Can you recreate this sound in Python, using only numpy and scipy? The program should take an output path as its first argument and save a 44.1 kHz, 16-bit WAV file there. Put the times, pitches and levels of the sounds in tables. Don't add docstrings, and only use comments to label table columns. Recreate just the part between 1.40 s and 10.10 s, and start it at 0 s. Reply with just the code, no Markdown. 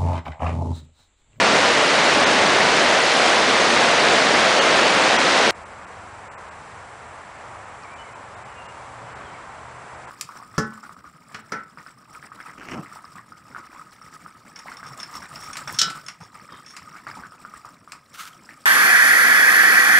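import sys
import numpy as np
from scipy import signal
from scipy.fft import rfft, irfft, next_fast_len
from scipy.io import wavfile

SR = 44100
rng = np.random.default_rng(int(sys.argv[2]) if len(sys.argv) > 2 else 0)


def linear_from_db(decibels):
    return 10 ** (np.asarray(decibels, float) / 20)


def log_audio(samples):
    frames = np.atleast_2d(samples).T
    limited = np.clip(frames, -1, 1)
    pcm = np.round(limited * 32767).astype(np.int16)
    wavfile.write(sys.argv[1], SR, pcm)


N = 383661

# t/s, level/dB
RIVER_SURGE = [(0, 3), (.3, -1), (.6, 0.5), (.85, 1), (1.1, 1.5), (1.45, 0.4), (1.65, -4), (2.1, 0.3),
               (2.7, -1), (2.95, 2), (3.15, -1), (3.4, 0.6), (3.65, -1.4), (4.11, -0.2)]
# f/Hz, level/dB per Hz
RIVER_SPECTRUM = [(15, -58), (25, -34), (128, -17), (205, -9), (365, -5.5), (574, -0.5), (1020, -4),
                  (2010, -5), (3000, -10.5), (4480, -14.5), (6370, -20), (8300, -27), (10300, -30.5)]
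# t/s, lowest lost f/Hz, number of lone lines that outlive the loss
TREBLE_LOSSES = [(.853, 4100, 1), (3.203, 2800, 4), (3.778, 3100, 2), (4.141, 2900, 0), (4.247, 2900, 0),
                 (4.46, 3000, 0), (5.102, 2900, 0), (6.552, 2700, 0), (6.744, 2350, 4), (6.957, 3100, 2),
                 (7.043, 3300, 0), (7.277, 3000, 0), (7.746, 3050, 0), (8.664, 3000, 0)]
# t/s, lowest lost f/Hz, number of lone lines
LONG_TREBLE_LOSSES = [
    (4.898, 2950, 0),
    (4.963, 2950, 0),
]
# t/s, low f/Hz, high f/Hz, level/dB
CHANNEL_SPLITS = [
    (.0574, 6200, 7660, -39),
    (1.0544, 7500, 9800, -41),
    (1.821, 7500, 9800, -40),
    (1.821, 4100, 5180, -32),
    (7.0968, 6200, 7700, -67),
    (8.5088, 4600, 6460, -69),
]
# f/Hz, level/dB per Hz
MEADOW_SPECTRUM = [(15, -40), (30, -24), (64, -10.5), (140, -12), (300, -15.5), (600, -6), (1020, -3),
                   (1500, -8), (2200, -13.5), (2900, -21.5), (3700, -26), (5000, -28.5), (7000, -31),
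                   (10300, -33.5)]
# nearest t/s, half width/s, rumble lift/dB
PASSES = [
    (4.1, .3, 2),
    (5.4, .5, 0.4),
    (7.8, 0.22, 5),
]
# nearest t/s, f/Hz, level/dB, fall before/(dB/s), fall after/(dB/s)
DRONES = [
    (4.4, 80, -55.5, 1.5, 2.8),
    (8.1, 77, -57, 25, .8),
    (5.3, 127.5, -62, 8, 6),
    (7.0, 127.5, -59, 7, 12),
    (4.4, 205, -62, 16, 12),
]
# f/Hz, level/dB
WHINE_LINES = [(5725, -81), (7395, -80), (7560, -82), (7590, -75), (7620, -68.5), (7650, -67),
               (7680, -74.5), (7875, -78), (7905, -83), (8100, -85), (9265, -84)]
# f/Hz, width/Hz, level/dB
WHINE_HUMP = (7650, 350, -72)
# t/s, low f/Hz, high f/Hz, level/dB
TICK = (6.435, 4000, 5700, -49.5)
# start t/s, length/s, f/Hz, level/dB
WHISTLES = [
    (6.42, .024, 2470, -57),
    (6.583, .046, 2970, -50.5),
    (6.657, .05, 2960, -62),
    (7.07, .065, 2950, -63),
    (7.095, .11, 2510, -61),
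    (7.15, .03, 2790, -59),
    (7.18, .052, 2810, -52.5),
    (7.245, .065, 2810, -55.5),
    (7.345, .045, 2800, -60),
    (7.66, .08, 2960, -63),
]
# start t/s, length/s, first f/Hz, level/dB
CHIPS = [
    (6.443, .024, 2430, -49),
    (6.478, .016, 1960, -53),
    (6.645, .02, 2330, -53),
    (6.672, .016, 2250, -50),
    (6.69, .014, 2170, -50.5),
    (7.94, .025, 2370, -53),
    (8.12, .02, 2050, -58),
]
# start t/s, length/s, first f/Hz, last f/Hz, level/dB
SLURS = [
    (6.468, .098, 2090, 2430, -51),
    (7.195, .032, 2450, 2850, -55),
    (7.84, .085, 3560, 2950, -59),
]

SPLICE_S = 4.10918
JUMP = -.2
CUTOFF_HZ = 10130
ROAR_DB, FROTH_DB, SPRAY_DB = -28.5, -17, -23.5
FROTH_FOLLOWS, SPRAY_FOLLOWS = 0.23, -.02
RUMBLE_DB, RUSH_DB, HISS_DB = -52, -41, -57
RUSH_FOLLOWS = 0.33
IDLE_HZ, PULL_S, PULL_HZ, PULL_RISE_S = 101.5, 6.85, 36, 1.6
IDLE_DB, PULL_LIFT_DB, THROB_DB, THROB_S, THROB_PEAK_S = -62.5, 6.5, 7, .74, 5.42
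SAG_HZ_PER_S, CHIP_FALL_HZ_PER_S, SLUR_EASE = 150, 13000, 2.3
CORE_S, DEPTH_DB, LONG_CORE_S, LONG_DEPTH_DB = .001, -24, .018, -60
SPARED_OCTAVES = 1.2


def rms_one(x):
    return x / np.sqrt(np.mean(x ** 2) + 1e-20)


def drift(rate_hz):
    r = np.exp(-80 * np.pi * rate_hz / SR)
    noise = rng.standard_normal(N // 40 + 2002)
    slow = signal.lfilter([1], [1, -2 * r, r * r], noise)[2000:]
    return np.interp(np.arange(N) / 40, np.arange(len(slow)), rms_one(slow))


def band(x, low_hz, high_hz):
    size = next_fast_len(len(x))
    hz = np.fft.rfftfreq(size, 1 / SR)
    inside = (hz > low_hz) & (hz < high_hz)
    return irfft(rfft(x, size) * inside, size)[:len(x)]


def patchy(source, spectrum, zones, patchy_db, flicker_hz):
    size = next_fast_len(N)
    hz = np.fft.rfftfreq(size, 1 / SR) + 1
    knots, levels = np.transpose(spectrum)
    coloured = rfft(source, size) * linear_from_db(np.interp(np.log(hz), np.log(knots), levels))
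    out = np.zeros(N)
    for octave in range(5, 14):
        share = np.cos(np.pi / 2 * np.clip(np.log2(hz) - octave, -1, 1)) ** 2
        zone = next(z for z in zones[::-1] if z[0] < 2 ** octave or z is zones[0])
        low_hz, high_hz, level_db = zone
        inside = (hz > low_hz) & (hz < high_hz)
        zone_rms = np.sqrt(2 * np.sum(np.abs(coloured[inside]) ** 2)) / size
        gain = linear_from_db(level_db + patchy_db * drift(flicker_hz))
        out += irfft(coloured * share, size)[:N] / zone_rms * gain
    return out


def bubbles(per_s, cycles):
    sizes = linear_from_db(2.9 * np.minimum(rng.exponential(1, N), 5)) * rng.choice([-1, 1], N)
    born = rng.random(N) < per_s * linear_from_db(2.5 * drift(8)) / SR
    pitches = np.geomspace(150, 9600, 24)
    dealt = rng.integers(0, 24, N)
    heard = round((SPLICE_S + .1) * SR)
    out = 0
    for k, hz in enumerate(pitches):
        r = linear_from_db(-60 * hz / (cycles * SR))
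        w = 2 * np.pi * hz / SR
        bursts = (sizes * born * (dealt == k))[:heard] + 1e-18
        ring = signal.lfilter([0, 1], [1, -2 * r * np.cos(w), r * r], bursts)
        out += rms_one(ring) * np.sqrt(hz)
    return np.pad(rms_one(out), (0, N - heard))


def rapids():
    surge_s, surge_levels = np.transpose(RIVER_SURGE)
    surge_db = np.interp(np.arange(N) / SR, surge_s, surge_levels)
    water = rng.standard_normal(N) + linear_from_db(-9.5) * bubbles(per_s=6000., cycles=9.2)
    zones = [(60, 400, ROAR_DB + surge_db),
             (400, 3000, FROTH_DB + FROTH_FOLLOWS * surge_db),
             (3000, 10000, SPRAY_DB + SPRAY_FOLLOWS * surge_db)]
    return patchy(water, RIVER_SPECTRUM, zones, patchy_db=0.29, flicker_hz=7.5)


def speckle(x, share, from_hz, depth_db):
    hz, t, cells = signal.stft(x, SR, nperseg=256)
    width = 4
    draw = rng.random((len(hz) // width + 1, len(t) // 2 + 1))
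    draw = np.repeat(np.repeat(draw, width, axis=0), 2, axis=1)[:len(hz), :len(t)]
    odds = share * np.clip(hz / from_hz - 1, 0, 1)[:, None]
    gain = np.where(draw < odds, linear_from_db(depth_db), 1)
    return signal.istft(cells * gain, SR, nperseg=256)[1][:N]


def channel_splits():
    side, size = np.zeros(N), 2048
    for s, low_hz, high_hz, level_db in CHANNEL_SPLITS:
        start = round(s * SR) - size // 2
        burst = rms_one(band(rng.standard_normal(size), low_hz, high_hz))
        side[start:start + size] += linear_from_db(level_db) * burst * np.hanning(size)
    return side


def lose_treble(x):
    out, reach, ramp_s = x.copy(), 1500, .013
    losses = [(*row, CORE_S, DEPTH_DB) for row in TREBLE_LOSSES]
    losses += [(*row, LONG_CORE_S, LONG_DEPTH_DB) for row in LONG_TREBLE_LOSSES]
    for s, low_hz, spared, core_s, depth_db in losses:
        at = np.arange(round(s * SR) - reach, round(s * SR) + reach)
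        from_core = (np.abs(at / SR - s) - core_s / 2) / ramp_s
        dip = np.cos(np.pi / 2 * np.clip(from_core, 0, 1)) ** 2
        lost = band(x[at], low_hz, SR / 2) - band(x[at], 7520, 7760)
        out[at] -= (1 - linear_from_db(depth_db)) * dip * lost
        place = (np.arange(spared) + rng.random(spared)) / max(spared, 1)
        for hz in low_hz * 2 ** (SPARED_OCTAVES * place ** 2):
            height = 2.8 * np.std(band(x[at], hz - 150, hz + 150))
            out[at] += height * np.sqrt(dip) * np.sin(2 * np.pi * hz * at / SR)
    return out


def meadow():
    t = np.arange(N) / SR
    lift_db = sum(db / (1 + ((t - s) / width) ** 2) for s, width, db in PASSES)
    zones = [(140, 500, RUMBLE_DB + lift_db),
             (500, 2000, RUSH_DB + RUSH_FOLLOWS * lift_db),
             (4200, 10000, HISS_DB)]
    return patchy(rng.standard_normal(N), MEADOW_SPECTRUM, zones, patchy_db=.5, flicker_hz=2.9)


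def engines():
    t = np.arange(N) / SR
    voices = []
    for s, hz, db, before, after in DRONES:
        voices.append((hz, db - np.maximum(before * (s - t), after * (t - s))))
    effort = 1 - np.exp(-np.maximum(t - PULL_S, 0) / PULL_RISE_S)
    throb_db = THROB_DB * np.cos(2 * np.pi * (t - THROB_PEAK_S) / THROB_S)
    pull_db = PULL_LIFT_DB * np.minimum(3 * effort, 1)
    voices.append((IDLE_HZ + PULL_HZ * effort, IDLE_DB + pull_db + throb_db * (1 - effort)))
    out = np.zeros(N)
    for hz, level_db in voices:
        phase = 2 * np.pi * np.cumsum(hz + .6 * drift(3)) / SR
        out += np.sqrt(2) * linear_from_db(level_db + 2.0 * drift(7)) * np.sin(phase)
    return out


def whine():
    t = np.arange(N) / SR
    lines = sum(linear_from_db(db) * np.sin(2 * np.pi * (hz * t + rng.random())) for hz, db in WHINE_LINES)
    hz, width, level_db = WHINE_HUMP
    hump = signal.lfilter(*signal.iirpeak(hz, hz / width, SR), rng.standard_normal(N))
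    return np.sqrt(2) * lines + linear_from_db(level_db) * rms_one(hump)


def progress(length):
    return np.linspace(0, 1, round(length * 1.2 * SR))


def tick():
    s, low_hz, high_hz, level_db = TICK
    size = 500
    start = round(s * SR) - size // 2
    burst = rms_one(band(rng.standard_normal(size), low_hz, high_hz))
    out = np.zeros(N)
    out[start:start + size] = linear_from_db(level_db) * np.hanning(size) * burst
    return out


def songbird():
    flutter = linear_from_db(1 + 2.0 * drift(130))
    warble_hz = 24 * drift(120)
    notes = []
    for s, length, hz, db in WHISTLES:
        notes.append((s, length, db, hz - SAG_HZ_PER_S * length * progress(length)))
    for s, length, hz, db in CHIPS:
        notes.append((s, length, db, hz - CHIP_FALL_HZ_PER_S * length * progress(length)))
    for s, length, first, last, db in SLURS:
        notes.append((s, length, db, last + (first - last) * np.exp(-SLUR_EASE * progress(length))))
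    song = np.zeros(N)
    for s, length, level_db, pitch_hz in notes:
        count, start = len(pitch_hz), round((s - .1 * length) * SR)
        phase = 2 * np.pi * np.cumsum(pitch_hz + warble_hz[start:start + count]) / SR
        envelope = linear_from_db(level_db) * signal.windows.tukey(count, .4)
        song[start:start + count] += np.sqrt(2) * envelope * np.sin(phase)
    echoes = rng.standard_normal(SR // 4) * linear_from_db(-170 * np.arange(SR // 4) / SR)
    echoes[:SR // 50] = 0
    echoes *= linear_from_db(-7.5) / np.sqrt(np.sum(echoes ** 2))
    return song * flutter + signal.fftconvolve(song, echoes)[:N] + tick()


def scene():
    river = speckle(rapids(), share=.07, from_hz=3800, depth_db=-20)
    field = speckle(meadow() + engines() + songbird(), share=.07, from_hz=3000, depth_db=-20)
    field = field + whine()
    river = lose_treble(band(river, 0, CUTOFF_HZ))
    field = lose_treble(band(field, 0, CUTOFF_HZ))
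    cut = round(SPLICE_S * SR)
    to_cut = np.arange(cut) - cut + 1
    river[:cut] += (JUMP - river[cut - 1]) * np.exp(to_cut / 12)
    mid = np.concatenate([river[:cut], field[cut:]])
    return mid + channel_splits() * [[1], [-1]]


def top_cut(x):
    return signal.sosfilt(signal.butter(12, 16000, fs=SR, output="sos"), x)


def record(dry):
    return top_cut(dry)


dry = scene()
out = record(dry)
log_audio(out)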